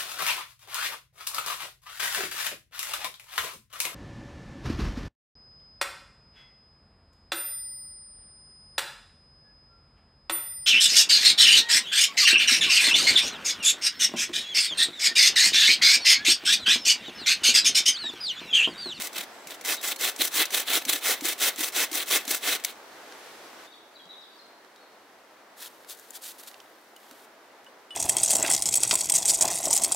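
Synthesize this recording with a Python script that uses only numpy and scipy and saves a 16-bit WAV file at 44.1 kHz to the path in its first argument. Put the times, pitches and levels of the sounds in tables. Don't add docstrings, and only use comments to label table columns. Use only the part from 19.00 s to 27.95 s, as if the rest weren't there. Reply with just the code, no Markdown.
import sys
import numpy as np
from scipy import signal
from scipy.fft import rfft, irfft, next_fast_len
from scipy.io import wavfile
from scipy.ndimage import uniform_filter1d

SR = 44100
rng = np.random.default_rng(int(sys.argv[2]) if len(sys.argv) > 2 else 0)


def write(x):
    x = np.atleast_2d(x).T
    wavfile.write(sys.argv[1], SR, np.round(np.clip(x, -1, 1) * 32767).astype(np.int16))


N = 394694
TIME = np.arange(N) / SR

# (start [s], attack [s], hold [s], level [dB], change over the hold [dB], brightness [dB])
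SAW_STROKES = [(-.02, .02, 0.076, -32.5, -7, 0), (.12, 0.037, 0.081, -35, -7.5, -3.5),
               (.468, 0.024, 0.063, -44.5, -2, -3), (.64, 0.051, .058, -25, -3, -0.5),
               (.81, 0.03, 0.084, -31.5, -2, 1.5), (.985, 0.039, .075, -26.5, -1.5, 1),
               (1.175, 0.032, 0.073, -31, -8.5, 4.5), (1.31, 0.057, 0.061, -23.5, 1, 1.5),
               (1.51, 0.032, 0.08, -27, -8.5, 1.5), (1.655, 0.028, 0.092, -31, 7.5, 1.5),
               (1.86, 0.029, 0.093, -31.5, -6.5, 3), (2.01, 0.051, 0.075, -22.5, -1, -0.5),
               (2.215, 0.033, 0.084, -30.5, -2.5, 1.5), (2.38, 0.041, 0.07, -24.5, -0.5, 1.5),
               (2.565, 0.035, 0.085, -31, -3, 2.5), (2.725, 0.051, 0.068, -22, -2, -1),
               (2.905, 0.039, .085, -32, -3.5, 3), (3.06, 0.053, 0.056, -25, 5, 2),
               (3.26, .04, 0.079, -32.5, -4, 3), (3.41, 0.069, 0.078, -22.5, -5, -1.5),
               (3.64, 0.02, .05, -45, 2, 0.5)]
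# (time [s], level [dB])
BLADE_JERKS = [(.165, -31), (.184, -29.5), (0.212, -32), (.236, -41), (.52, -40), (.546, -43), (.66, -31),
               (.848, -41), (.879, -30), (1.22, -25), (1.252, -29), (1.278, -35), (1.548, -24.5),
               (1.577, -27), (1.602, -29.5), (1.822, -37), (1.897, -20.5), (1.933, -23.5), (1.96, -32.5),
               (2.256, -35), (2.289, -27), (2.609, -30), (2.955, -29), (3.312, -24.5), (3.349, -27.5)]
# (time [s], level [dB])
TOOTH_CATCHES = [(0.0196, -25), (.041, -33), (.0554, -37), (0.0704, -29), (.1294, -39), (0.1805, -29),
                 (0.471, -34), (0.506, -34.5), (.6107, -36), (.6477, -29.5), (.7667, -38), (.812, -35),
                 (.831, -31), (.96, -32), (.996, -33), (1.01, -25), (1.1612, -32.5), (1.454, -24.5),
                 (1.5046, -30), (1.537, -28), (1.6765, -34), (1.851, -25.5), (1.988, -38), (2.208, -31),
                 (2.2527, -21.5), (2.388, -37), (2.4163, -34), (2.5595, -34), (2.7211, -39), (2.914, -32),
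                 (2.9291, -28), (3.077, -35), (3.2514, -34), (3.278, -26.5), (3.598, -42), (3.638, -29)]
# (frequency [Hz], level [dB])
FIBRE_SPECTRUM = [(88, -54.5), (150, -31.5), (328, -8), (555, -10.5), (1020, -11), (2060, -3.5),
                  (2360, -3.5), (3920, 0), (5050, 0.5), (10000, -2), (11900, -5), (15100, -0.5),
                  (16000, -8.5)]
# (frequency [Hz], bandwidth [Hz], level [dB])
BLOCK_MODES = [(320, 110, -8.5), (500, 56, -14.5), (810, 140, 1), (1174, 55, -3), (1500, 120, 2),
               (1790, 74, -0.5), (2126, 190, 3), (2640, 72, 3), (3750, 1600, 10.5), (6300, 170, -5),
               (11300, 130, -8)]
# (frequency [Hz], level [dB], T60 [s])
BLADE_MODES = [(2350, -6.5, 0.015), (3620, -36, 0.022), (4350, -15, 0.02), (4960, -24, 0.045),
               (6100, -7.5, 0.047), (7360, -13.5, 0.017), (8200, -3, 0.0033), (10520, -8, 0.012),
               (12600, -19, 0.18)]
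# (start [s], length [s], first pitch [Hz], last pitch [Hz], level [dB])
BLADE_SQUEAKS = [(.762, .055, 3810, 3790, -34), (.955, .045, 4300, 4280, -48), (.24, .12, 5000, 5000, -60),
                 (.7, .1, 12750, 12750, -50), (1.77, .09, 12800, 12800, -51),
                 (2.13, .09, 12800, 12800, -50), (2.49, .08, 12800, 12800, -51),
                 (3.17, .09, 12750, 12750, -52)]
# (time [s], level [dB], pitch [Hz])
WOOD_KNOCKS = [(.184, -48, 192), (.459, -53, 175), (1.012, -34, 467), (1.193, -35, 280), (1.215, -35, 320),
               (1.41, -29, 336), (1.745, -40, 410), (1.863, -37, 258), (1.887, -31.5, 347),
               (1.939, -35, 292), (2.095, -27.5, 504), (2.22, -31, 288), (2.247, -28, 348),
               (2.584, -36, 310), (2.603, -32, 314), (2.63, -39, 397), (2.829, -34, 463), (2.916, -34, 320),
               (2.946, -37, 299), (3.106, -51, 294), (3.15, -33, 410), (3.275, -36.5, 278),
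               (3.305, -34.5, 409), (5.055, -55, 180), (8.113, -48, 260)]
# (frequency [Hz], side minus mid [dB])
SAW_WIDTH = [(100, -32), (400, -62), (700, -29), (1300, -35), (2400, -10), (4400, -9.5), (8100, -7.5),
             (15000, -12.5)]
# (frequency [Hz], left minus right [dB])
SAW_BALANCE = [(300, 0), (2400, -1), (4400, .5), (8000, 1), (15000, .5)]
# (start [s], attack [s], hold [s], level [dB], change over the hold [dB], brightness [dB], pan [dB])
HAND_SWEEPS = [(6.565, 0.053, 0.059, -41, -3, -0.5, 0.5), (6.87, .02, 0.039, -48, 3, 5.5, 2.5),
               (7.13, 0.029, .015, -40, -7, 2.5, 1), (7.21, 0.018, 0.089, -46.5, 1, 4, 0),
               (7.365, .02, 0.031, -53, -1.5, 4, 0), (7.42, 0.013, 0.0045, -46, 3.5, -1.5, 1),
               (7.455, 0.02, 0.01, -44, 0.5, 1, 0), (7.94, 0.026, 0.296, -59.5, 2.5, -3.5, 0)]
# (frequency [Hz], level [dB])
DUST_SPECTRUM = [(530, -41), (900, -5.5), (1170, -14.5), (1280, -3), (2170, -7), (3730, -0.5), (5160, -5),
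                 (13400, -4), (16000, -8)]
# (time [s], level [dB], pitch [Hz], brightness [dB], pan [dB])
CHIP_TICKS = [(4.1225, -26.5, 1590, -29, -1.5), (5.0549, -38, 3410, -22, 1.0), (5.467, -42, 1500, -25, 0),
              (5.6471, -41, 1910, -16, -13), (5.7603, -38, 1710, -10, -0.5), (6.804, -59.5, 1540, -6, 4),
              (6.8468, -36, 1620, -5, 2), (6.989, -38, 1700, -3, 4.0), (6.996, -39, 1550, 7, 8),
              (7.106, -29.5, 6830, 0.5, 15), (7.2574, -32, 8590, -11, 0.5), (7.5135, -33.5, 1950, -14, -9),
              (7.5426, -32, 2840, -13, -8), (7.602, -29, 3120, -19, -5), (7.659, -43, 3740, -17, -1.0),
              (7.963, -33, 3050, -2.5, 2), (8.111, -30, 1480, -5, -0.5), (8.644, -38, 3000, -7, 3)]
# (frequency [Hz], level [dB], free T60 [s])
HATCHET_MODES = [(2950, -4.5, 0.24), (3460, -18, 0.12), (4027, -25, .04), (5100, -22, .06),
                 (7601, -25, .04), (8770, -25, .5)]
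# (time [s], level [dB], share of the free T60 [ratio])
HATCHET_TOUCHES = [(7.966, -41, .15), (8.665, -40, 0.31), (8.907, -31, 1.)]
# (start [s], length [s], first pitch [Hz], last pitch [Hz], level [dB])
BIRD_NOTES = [(4.667, .02, 3350, 3860, -49.5), (4.718, .018, 3700, 3920, -50.5),
              (4.735, .016, 3260, 3640, -50), (4.7, .054, 4600, 4320, -59), (4.936, .03, 4750, 4520, -59),
              (4.953, 0.025, 4180, 3630, -47), (4.99, 0.025, 3450, 3180, -47.5),
              (5.088, 0.033, 3910, 3766, -44), (5.103, 0.019, 4020, 3850, -43.5),
              (5.116, 0.0342, 4040, 3330, -48.5), (5.14, .085, 3830, 3830, -55),
              (5.208, .026, 5700, 3880, -58), (5.222, 0.025, 4140, 3160, -49),
              (5.294, 0.083, 4550, 4500, -61), (5.375, .018, 5500, 4420, -57),
              (5.39, .018, 4340, 4040, -49), (5.755, 0.037, 3660, 3980, -60),
              (5.794, .06, 4350, 4260, -60.5)]
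# (time [s], pitch [Hz], level [dB])
BIRD_CALL = [(.3, 7750, -75), (.34, 7700, -65), (.45, 7600, -66), (.62, 7500, -75)]
# (time [s], hush level [dB], leaf level [dB])
FOREST_LEVELS = [(0.3, -48, -52.5), (3.76, -48.5, -55.5), (4.25, -48, -49.5), (4.66, -48, -51.5),
                 (4.68, -54, -59), (4.81, -54, -62.5), (8.95, -53.5, -62.5)]
# (frequency [Hz], level [dB])
HUSH_SPECTRUM = [(15, -60), (40, -39), (100, -20), (165, -19), (200, -9.5), (300, -3), (420, -1),
                 (700, -0.5), (1300, -4.5), (2000, -8.5), (2600, -16), (6000, -24), (12000, -68.5)]
# (frequency [Hz], level [dB])
LEAF_SPECTRUM = [(880, -29), (1500, -0.5), (2720, -4), (3840, -4.5), (9650, -14), (11400, -14),
                 (15100, -18), (16000, -21)]
# (frequency [Hz], side minus mid [dB])
FOREST_WIDTH = [(60, -14.5), (110, -17), (200, -22), (380, -17), (700, -8.5), (1290, -7), (2380, -3.5),
                (4400, -3), (8120, 0), (15000, -6.5)]

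CLINK_S, CLINK_DB, CLACK_DB = 3.6475, -19, -13
SLOW_DULL_DB = 9.5
JERK_HALF_WIDTH_S, JERK_BRIGHT_DB = .006, 3
TREES_T60_S, MIC_HISS_DB, CUTOFF_HZ = 0.87, -68, 15800


def saw():
    effort, bright_db = cutting_effort()
    catches = sum(burst(s, db, t60=0.03, rise_s=0.00072) for s, db in TOOTH_CATCHES)
    catches += burst(CLINK_S, CLACK_DB, t60=0.017, rise_s=0.0009)
    block_gains = [amp(3 * drift(11)) for mode in BLOCK_MODES]
    blade_gains = [amp(3 * drift(11)) for mode in BLADE_MODES]
    snap_spectrum = [(600, -25), (2500, -1.5), (7000, -1.5), (15000, -4)]   # (frequency [Hz], level [dB])
    clink, paths = blade_clink(), []
    for path in range(2):
        tearing = rms_one(colour(grains(per_s=14000, spread_db=2.62), FIBRE_SPECTRUM))
        block = sum(gain * amp(db) * np.sqrt(width) * ring(tearing, hz, np.log(1000) / (np.pi * width))
                    for gain, (hz, width, db) in zip(block_gains, BLOCK_MODES))
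        rasp = rms_one(tearing + amp(-4.5) * rms_one(block))
        cut = effort * tilt(rasp, bright_db, split_hz=5000)
        snap = catches * rms_one(colour(rng.standard_normal(N), snap_spectrum))
        blade = sum(amp(db) / np.sqrt(t60 * SR) * ring(gain * amp(-11.5) * cut + snap, hz, t60)
                    for gain, (hz, db, t60) in zip(blade_gains, BLADE_MODES))
        paths.append(amp(2.5) * (cut + snap) + amp(7) * blade + clink)
    return paths


def cutting_effort():
    level_db, slowed, bright_db = stroke_envelope(
        SAW_STROKES, rise_db=20, arch_db=1.5, drop_db=16, drop_s=0.021, fade_db_per_s=147)
    bright_db = uniform_filter1d(bright_db - SLOW_DULL_DB * slowed, size=200)
    effort = amp(uniform_filter1d(level_db, size=90) + 1.6 * drift(36) + 1.37 * drift(330))
    jerk_s, jerk_db = np.transpose(BLADE_JERKS)
    binds = np.zeros(N)
    binds[(jerk_s * SR).astype(int)] = amp(jerk_db) ** 2
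    pulse = amp(-20 * (np.arange(-999, 1000) / SR / JERK_HALF_WIDTH_S) ** 2)
    jerk_power = np.abs(signal.fftconvolve(binds, pulse, "same"))
    power = effort ** 2 + jerk_power
    limited = amp(-22) * np.tanh(np.sqrt(power) / amp(-21))
    return limited, bright_db + JERK_BRIGHT_DB * jerk_power / power


def blade_clink():
    blow = impulse(CLINK_S, CLINK_DB)
    ringing = sum(amp(db) * ring(blow, hz, .4 * t60) for hz, db, t60 in BLADE_MODES)
    return ringing - lows(ringing, 1000)


def knocks():
    out = np.zeros(N)
    for s, db, hz in WOOD_KNOCKS:
        cycles = hz * np.clip(TIME - s, 0, 1)
        swell = (cycles / (cycles + 1.4)) ** 2 * amp(-5 * cycles)
        out += amp(db) * swell / swell.max() * np.sin(2 * np.pi * cycles)
    return out


def dust_sweeps():
    level_db, _, bright_db, pan_db = stroke_envelope(
        HAND_SWEEPS, rise_db=16.5, arch_db=2.5, drop_db=15, drop_s=0.0098, fade_db_per_s=20)
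    scrape = [rms_one(colour(grains(per_s=9000, spread_db=2.2), DUST_SPECTRUM)) for path in range(2)]
    mid, side = tilt(np.array(scrape), bright_db, split_hz=3300)
    gain = amp(level_db + 1.43 * drift(60) + np.outer([.5, -.5], pan_db))
    return gain * (mid + amp(-11.5) * side * [[1], [-1]])


def chip_ticks():
    noise = rms_one(colour(rng.standard_normal(N), DUST_SPECTRUM))
    dull, bright = butter(noise, 4, 6000, "low"), butter(noise, 4, 6000, "high")
    out = np.zeros((2, N))
    for s, db, hz, bright_db, pan_db in CHIP_TICKS:
        dull_gain = np.sqrt(1.05 - np.minimum(amp(bright_db), 1) ** 2)
        snap = burst(s, db - 7, t60=0.017, rise_s=.0003) * (dull_gain * dull + amp(bright_db) * bright)
        tone = ring(impulse(s, db - 11.5), hz, t60=0.015)
        out += (tone + snap) * amp([[pan_db / 2], [-pan_db / 2]])
    return out


def hatchet():
    out = np.zeros(N)
    for s, db, free_share in HATCHET_TOUCHES:
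        contact = impulse(s, db)
        out += sum(amp(mode_db) * ring(contact, hz, t60 * free_share)
                   for hz, mode_db, t60 in HATCHET_MODES)
    return butter(out, 2, 1800, "high")


def birds():
    song = glides(BIRD_NOTES, flutter=.2)
    hz, db = in_time(BIRD_CALL)
    calling = (TIME > BIRD_CALL[0][0]) & (TIME < BIRD_CALL[-1][0])
    song += amp(db + 2 * drift(30)) * calling * np.sin(2 * np.pi * np.cumsum(hz) / SR)
    return song * amp([[1.5], [-1.5]]) + amp(3) * tree_echo(song)


def tree_echo(x):
    t = np.arange(SR) / SR
    tail = rng.standard_normal((2, SR)) * amp(-60 * t / TREES_T60_S) * (t > .008)
    return signal.fftconvolve(x[None], tail / np.linalg.norm(tail[0]), axes=1)[:, :N]


def forest():
    hush_db, leaf_db = in_time(FOREST_LEVELS)
    white = rng.standard_normal((2, 2, N))
    layers = [(HUSH_SPECTRUM, hush_db + .5 * drift(5)), (LEAF_SPECTRUM, leaf_db + .5 * drift(8))]
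    out = np.zeros((2, N))
    for (mid, side), (spectrum, db) in zip(white, layers):
        side = colour(side, FOREST_WIDTH)
        out += amp(db) * rms_one(colour(np.array([mid + side, mid - side]), spectrum))
    return out


def stroke_envelope(rows, rise_db, arch_db, drop_db, drop_s, fade_db_per_s):
    rows, hop = np.array(rows), 32
    start, attack, hold, db, change_db = rows.T[:5, :, None]
    t = np.arange(0, N + hop, hop) / SR - start - attack
    held, after = np.clip(t / hold, 0, 1), np.maximum(t - hold, 0)
    dropped = 1 - np.exp(-after / drop_s)
    attack_db = rise_db * np.minimum(t / attack, 0) + 3000 * np.minimum(t + attack, 0)
    hold_db = db + change_db * held + arch_db * np.sin(np.pi * held)
    level_db = attack_db + hold_db - drop_db * dropped - fade_db_per_s * after
    loudest, frames = level_db.argmax(axis=0), np.arange(t.shape[1])
    columns = [level_db[loudest, frames], dropped[loudest, frames], *rows[loudest, 5:].T]
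    return [np.interp(np.arange(N) / hop, frames, c) for c in columns]


def glides(rows, flutter):
    out = np.zeros(N)
    for s, length, start_hz, end_hz, db in rows:
        progress = np.clip((TIME - s) / length, 0, 1)
        cycles = length * progress * (start_hz + (end_hz - start_hz) * progress / 2)
        out += amp(db) * np.sin(np.pi * progress) * np.sin(2 * np.pi * cycles)
    return out * (1 + flutter * drift(250))


def ring(force, hz, t60):
    r, w = amp(-60 / (t60 * SR)), 2 * np.pi * hz / SR
    return signal.lfilter([0, np.sin(w)], [1, -2 * r * np.cos(w), r * r], force + 1e-18)


def impulse(s, db):
    return amp(db) * (np.arange(N) == round(s * SR))


def burst(s, db, t60, rise_s):
    t = np.clip(TIME - s, 0, 1)
    return amp(db - 60 * t / t60) * (1 - np.exp(-t / rise_s))


def grains(per_s, spread_db):
    sizes = amp(spread_db * np.minimum(rng.exponential(1, N), 5)) * rng.choice([-1, 1], N)
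    return rms_one(sizes * (rng.random(N) < per_s / SR))


def drift(hz):
    r = np.exp(-2 * np.pi * hz / SR)
    return rms_one(signal.lfilter([1], [1, -2 * r, r * r], rng.standard_normal(N + SR))[SR:])


def colour(x, points):
    size = next_fast_len(N + 4096)
    bin_hz = np.arange(size // 2 + 1) * SR / size
    hz, db = np.transpose(points)
    gain = amp(np.interp(np.log1p(bin_hz), np.log1p(hz), db))
    return irfft(rfft(x, size) * gain, size)[..., :N]


def tilt(x, bright_db, split_hz):
    low = lows(x, split_hz)
    return low + amp(bright_db) * (x - low)


def lows(x, hz):
    return signal.sosfiltfilt(signal.butter(2, hz, fs=SR, output="sos"), x)


def butter(x, order, hz, kind):
    return signal.sosfilt(signal.butter(order, hz, kind, fs=SR, output="sos"), x)


def in_time(rows):
    s, *columns = np.transpose(rows)
    return [np.interp(TIME, s, c) for c in columns]


def amp(db):
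    return 10 ** (np.asarray(db) / 20)


def rms_one(x):
    return x / np.sqrt(np.mean(x ** 2) + 1e-20)


def scene():
    mid, side = saw()
    mid = mid + knocks() + glides(BLADE_SQUEAKS, flutter=0.43)
    side = colour(side, SAW_WIDTH)
    left = colour(mid + side, np.array(SAW_BALANCE) * [1, .5])
    right = colour(mid - side, np.array(SAW_BALANCE) * [1, -.5])
    near = np.array([left, right]) + amp(-23.5) * tree_echo(mid)
    near = butter(near, 1, 120, "high")
    return near + dust_sweeps() + chip_ticks() + hatchet() + birds() + forest()


def record(dry):
    hiss = butter(rng.standard_normal((2, N)), 2, 7000, "high")
    top_cut = signal.ellip(12, .3, 65, CUTOFF_HZ, fs=SR, output="sos")
    return signal.sosfilt(top_cut, dry + amp(MIC_HISS_DB) * hiss)


dry = scene()
out = record(dry)
write(out)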